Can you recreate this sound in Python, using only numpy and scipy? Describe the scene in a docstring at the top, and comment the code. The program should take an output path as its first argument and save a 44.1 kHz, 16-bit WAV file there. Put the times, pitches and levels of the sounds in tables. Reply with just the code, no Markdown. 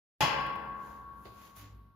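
"""A steel shelf beam clangs as a hand knocks it into its upright in a garage: a few strong, beating
modes ring over hundreds of weaker ones from the thin-walled rack, and the joint cracks and chatters.
While the clang rings on, the hand lands on the beam and leans on it, a sleeve rustles and the rack
booms softly. A faint rumble and the echo of the garage lie behind."""
import sys
import numpy as np
from scipy import signal
from scipy.fft import rfft, irfft
from scipy.io import wavfile
from scipy.ndimage import uniform_filter1d

SR = 44100
rng = np.random.default_rng(int(sys.argv[2]) if len(sys.argv) > 2 else 0)


def store_pcm(level_fs):
    """Save levels as 16-bit WAV."""
    pcm = np.round(np.clip(level_fs, -1, 1) * 32767).astype(np.int16)
    wavfile.write(sys.argv[1], SR, np.atleast_2d(pcm).T)


N = 85995
T = np.arange(N) / SR
F = np.maximum(np.fft.rfftfreq(N, 1 / SR), 1)
KNOCK_S = 0.2063
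WIDTH_HZ = 260  # channels drift apart above this


def undb(db):
    """Decibels to gain."""
    return 10 ** (np.asarray(db) / 20)


def at(table, hz, column=1):
    """Table column interpolated over log frequency."""
    rows = np.array(table, float)
    return np.interp(np.log(hz), np.log(rows[:, 0]), rows[:, column])


def pan(db):
    """Stereo gains for an L-R level difference."""
    return undb(np.array([[db], [-db]]) / 2)


def decay(start_s, t60_s):
    """Exponential decay from a start time."""
    return (T >= start_s) * np.exp(-np.log(1000) * np.maximum(T - start_s, 0) / t60_s)


def swell(peak_s, rise_s, fall_s):
    """Asymmetric Gaussian envelope."""
    return np.exp(-((T - peak_s) / np.where(T < peak_s, rise_s, fall_s)) ** 2)


def noise(colour, width=0.91):
    """Coloured stereo noise, rms 1, near mono in the bass."""
    mid, side = rfft(rng.standard_normal((2, N)))
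    stereo = mid + width * F / (F + WIDTH_HZ) * side * np.array([[1], [-1]])
    x = irfft(stereo * undb(at(colour, F)), N)
    return x / x.std()


def convolve(x, response):
    """Per-channel convolution, cut to N."""
    return signal.fftconvolve(x, response, axes=1)[:, :N]


def ring(hz, t60_s, spread_rad):
    """One struck mode: a damped complex wave with random L-R phase."""
    t = T[:int(min(t60_s * SR, N))]
    phase = 2 * np.pi * rng.random() + spread_rad * rng.standard_normal() * np.array([[1], [-1]]) / 2
    return np.exp(1j * phase) * np.exp((2j * np.pi * hz - np.log(1000) / t60_s) * t)


# Beam modes: f/Hz, level/dB, t60/s, L-R/dB, partner offset/Hz, partner ratio (negative: antiphase)
BEAM_MODES = [(139.46, -42.5, 1.7, -3.5, 4.5, 1.4), (549.4, -40.5, 1.61, -3.5, 6.5, .5),
              (594, -38.5, 0.73, 1, 9, 0.24), (757, -52, 2.54, -14, 4, 0.62),
              (839.3, -39, 1.51, -12, 4.5, -0.28), (861, -31.5, 0.78, 2, 7.5, 1.5),
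              (924, -46.5, 2.9, 8, 3.5, -1.3), (1026, -41.5, 2.3, 12, -5, 0.79),
              (1112.6, -31, 3.1, 5, -3.5, .9), (1166, -45.5, 3.36, 4, 7, 0.53),
              (1385, -50, 3.6, -2, 5.5, -.9), (1557, -52, 3.5, 9, 9.5, 0.093),
              (1601, -41.5, 2.06, 5, 2.5, -.9), (1720, -44.5, 1.54, 3, -4.5, 1),
              (2141, -44, 1.2, -1, -30.5, 1.4), (2673, -41, 0.94, 1, 9, 1.7),
              (3021, -42.5, .55, -8, 18, -0.16)]


def beam(partner_t60_ratio=0.57):
    """Strong beam modes build up, waver and beat, each against a shorter-lived partner."""
    tones = np.zeros((2, N))
    for hz, db, t60, pan_db, beat_hz, partner in BEAM_MODES:
        build_s = 0.027 * (t60 / 2.5) ** 2  # brief modes speak at once
        build = 1 - np.exp(-T / build_s)
        beat_t60 = t60 * partner_t60_ratio / (1 - partner_t60_ratio)
        beating = 1 + partner * np.exp(2j * np.pi * beat_hz * T) * decay(0, beat_t60)
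        wave = ring(hz, t60, spread_rad=1.264)
        n = wave.shape[1]
        envelope = (build * beating * waver())[:, :n]
        tones[:, :n] += undb(db) * pan(pan_db) * (wave * envelope).imag
    return tones


def waver(depth=0.24, corner_hz=25, knots_per_s=40):
    """Slow random drift of a tone's level and phase, per channel."""
    spectrum = rfft(rng.standard_normal((2, 2, int(N / SR * knots_per_s))))
    hz = np.arange(spectrum.shape[-1]) * SR / N
    real, imag = irfft(spectrum / (1 + (hz / corner_hz) ** 2), N)
    return 1 + depth * (real + 1j * imag) / real.std()


def knock_and_damp(tones, loss_db_per_s=2.5):
    """Tones start at the knock and decay faster once the palm lies on the beam."""
    struck = np.pad(tones, ((0, 0), (int(KNOCK_S * SR), 0)))[:, :N]
    palm_s = PALM_CONTACTS[-1][0]
    return struck * undb(-loss_db_per_s * np.maximum(T - palm_s, 0))


# Wall mode envelope: f/Hz, relative level per kHz/dB, t60/s
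WALL_MODES = [(181.6, -34.5, 2.9), (357, -38.5, 2.18), (713, -32, 1.47), (1050, -23, 1.16),
              (1450, -34, 1.55), (2270, -30, 0.87), (3404, -28, 0.58), (3420, -43.5, 0.72),
              (5280, -34.5, 0.53), (5630, -48, 0.37), (7180, -41, 0.37), (8047, -81.5, 0.93)]


def rack_walls(count=900):
    """Dense modes of the thin steel walls, driven by the blow."""
    edges_hz = np.linspace(np.sqrt(WALL_MODES[0][0]), np.sqrt(WALL_MODES[-1][0]), count + 1) ** 2
    modes = np.zeros((2, N))
    for low_hz, gap_hz in zip(edges_hz, np.diff(edges_hz)):
        hz = low_hz + gap_hz * rng.random()
        life, side = rng.standard_normal(size=2)
        width = hz / (hz + WIDTH_HZ)
        gain = undb(at(WALL_MODES, hz)) * np.sqrt(gap_hz / 1000)
        t60 = at(WALL_MODES, hz, column=2) * np.exp(0.16 * life)
        wave = ring(hz, t60, spread_rad=2.3 * width).imag
        modes[:, :wave.shape[1]] += gain * pan(width * (7 + 4 * side)) * wave
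    return undb(-0.5) * convolve(modes, blow())


def blow(chatter_db=-9.5, mean_delay_s=0.0063):
    """Unit-energy force: the knock, then six impulses of joint chatter."""
    force = np.zeros((1, N))
    force[0, int(KNOCK_S * SR)] = 1
    for delay_s, size in zip(rng.exponential(mean_delay_s, size=6), rng.standard_normal(size=6)):
        force[0, int((KNOCK_S + delay_s) * SR)] += size * undb(chatter_db)
    return force / np.sqrt(np.sum(force ** 2))


# Whole-rack modes: f/Hz, level/dB, t60/s
SWAY_MODES = [(56.5, -65.5, 6.1), (207.1, -48.5, 4.35), (279.3, -56.5, 3.3), (330.4, -51.5, 2.56),
              (423.5, -50.5, 2.92)]


def rack_sway():
    """The whole rack sways in low, long-lived modes."""
    tones = np.zeros((2, N))
    for hz, db, t60 in SWAY_MODES:
        wave = ring(hz, t60, spread_rad=0).imag
        tones[:, :wave.shape[1]] += undb(db) * wave
    return tones


# Crack spectrum: f/Hz, relative level/dB
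CRACK_SPECTRUM = [(50, -18), (100, 14.5), (300, 0.5), (900, 2.5), (3000, -5.5), (6500, -9), (8500, -27.5),
                  (10500, -16), (15000, -26.5)]
# Hiss spectrum of snap, ticks and rubs: f/Hz, relative level/dB
HISS_SPECTRUM = [(2000, -51.5), (6500, -1), (8600, -15), (10000, 2.5), (13300, 3), (15500, 1.5)]
# Settling ticks: t/s, level/dB
JOINT_TICKS = [(0.411, -60.5), (0.465, -57.5), (0.557, -60), (1.565, -50.5)]


def joint():
    """Steel hits steel with a crack and a bright snap; the joint ticks as it settles."""
    crack = undb(-26.5) * noise(CRACK_SPECTRUM, width=0.49) * decay(KNOCK_S, t60_s=0.27) * pan(0.99)
    snap = undb(-45) * decay(KNOCK_S, t60_s=0.16)
    ticks = sum(undb(db) * decay(s, t60_s=0.036) for s, db in JOINT_TICKS)
    return crack + noise(HISS_SPECTRUM, width=0.41) * (snap + ticks)


# Palm contacts: t/s, level/dB
PALM_CONTACTS = [(1.249, -54.5), (1.255, -48.5)]
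# Pat spectrum: f/Hz, relative level/dB
PALM_SPECTRUM = [(50, -19), (115, 4.5), (220, -5), (370, 1), (700, 1), (1000, -12), (2500, -17.5),
                 (4800, -19.5), (7000, -55)]


def palm():
    """The palm lands on the beam with a dull pat."""
    return noise(PALM_SPECTRUM) * sum(undb(db) * decay(s, t60_s=0.14) for s, db in PALM_CONTACTS)


# Rack booms: peak t/s, rise/s, fall/s, f/Hz, level/dB
RACK_BOOMS = [(1.297, .012, .04, 115, -53), (1.605, .035, .22, 102, -51), (1.63, .03, .05, 290, -58),
              (1.78, .13, .1, 56, -51.5)]


def rack_booms():
    """Low tones swell under the weight of the hand."""
    return sum(undb(db) * swell(s, rise, fall) * np.sin(2 * np.pi * (hz * T + rng.random()))
               for s, rise, fall, hz, db in RACK_BOOMS)


# Rubs: peak t/s, rise/s, fall/s, cloth level/dB, hiss level/dB
SLEEVE_RUBS = [(0.871, 0.079, 0.13, -65, -67), (1.264, 0.024, 0.036, -66, -88),
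               (1.26, 0.097, 0.077, -81.5, -67.5), (1.45, 0.1, 0.083, -60, -63),
               (1.57, 0.012, 0.059, -60.5, -55.5), (1.632, 0.05, 0.085, -60.5, -75)]
# Cloth spectrum: f/Hz, relative level/dB
CLOTH_SPECTRUM = [(200, -6), (900, -3), (2700, -7), (4500, -11), (5700, -14), (7000, -11), (9000, -43.5),
                  (15000, -45)]


def sleeve(grain_db=1):
    """Cloth and skin rub in short grainy strokes."""
    grain = uniform_filter1d(rng.standard_normal(N), size=160)
    cloth, hiss = noise(CLOTH_SPECTRUM), noise(HISS_SPECTRUM, width=0.9)
    strokes = sum(swell(s, rise, fall) * (undb(cloth_db) * cloth + undb(hiss_db) * hiss)
                  for s, rise, fall, cloth_db, hiss_db in SLEEVE_RUBS)
    return strokes * undb(grain_db * grain / grain.std())


# Rumble spectrum: f/Hz, relative level/dB
RUMBLE_SPECTRUM = [(25, -7.5), (42, -10), (56, 9), (80, -2), (210, -5), (300, -13), (600, -22.5),
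                   (4000, -36.5), (8000, -54.5), (13000, -36), (16000, -50)]
# Rumble envelope: t/s, level/dB
RUMBLE_ENVELOPE = [(.18, -110), (.22, -49), (.8, -57), (1.2, -56.5), (1.47, -62.5), (1.75, -56.5),
                   (1.95, -67.5)]


def rumble():
    """Faint low noise rises at the knock and ebbs unevenly."""
    times_s, levels_db = np.array(RUMBLE_ENVELOPE).T
    return noise(RUMBLE_SPECTRUM) * undb(np.interp(T, times_s, levels_db))


# Reverberation time: f/Hz, t60/s
GARAGE_T60 = [(60, 1.1), (250, 1.5), (1000, 0.74), (3000, 0.94), (7000, 0.24), (14000, 0.59)]


def garage(predelay_s=0.0078, lowest_hz=62.5):
    """Diffuse room response in octave bands, shorter in the treble."""
    white = rfft(noise([(20, 0), (20000, 0)]))
    octave = np.clip(np.log2(F / lowest_hz), 0, 8)
    response = np.zeros((2, N))
    for k in range(9):
        t60 = at(GARAGE_T60, lowest_hz * 2 ** k)
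        band = irfft(white * np.maximum(1 - abs(octave - k), 0), N)
        energy_norm = np.sqrt(2 * np.log(1000) / t60 / SR)
        response += band * decay(predelay_s, t60) * energy_norm
    return response


def scene():
    """Impacts with their garage echo, plus sleeve, booms and rumble."""
    clang = knock_and_damp(rack_sway() + beam())
    impacts = [(clang, -13), (rack_walls(), -7), (joint(), -7), (palm(), -1)]
    echo = convolve(sum(x * undb(send_db) for x, send_db in impacts), garage())
    return sum(x for x, _ in impacts) + echo + sleeve() + rack_booms() + rumble()


def record(dry):
    """Band limit: 38 Hz to 15.4 kHz."""
    highpass = signal.butter(2, 38, "high", fs=SR, output="sos")
    lowpass = signal.ellip(8, 0.2, 70, 15400, fs=SR, output="sos")
    return signal.sosfilt(lowpass, signal.sosfilt(highpass, dry))


dry = scene()
out = record(dry)
store_pcm(out)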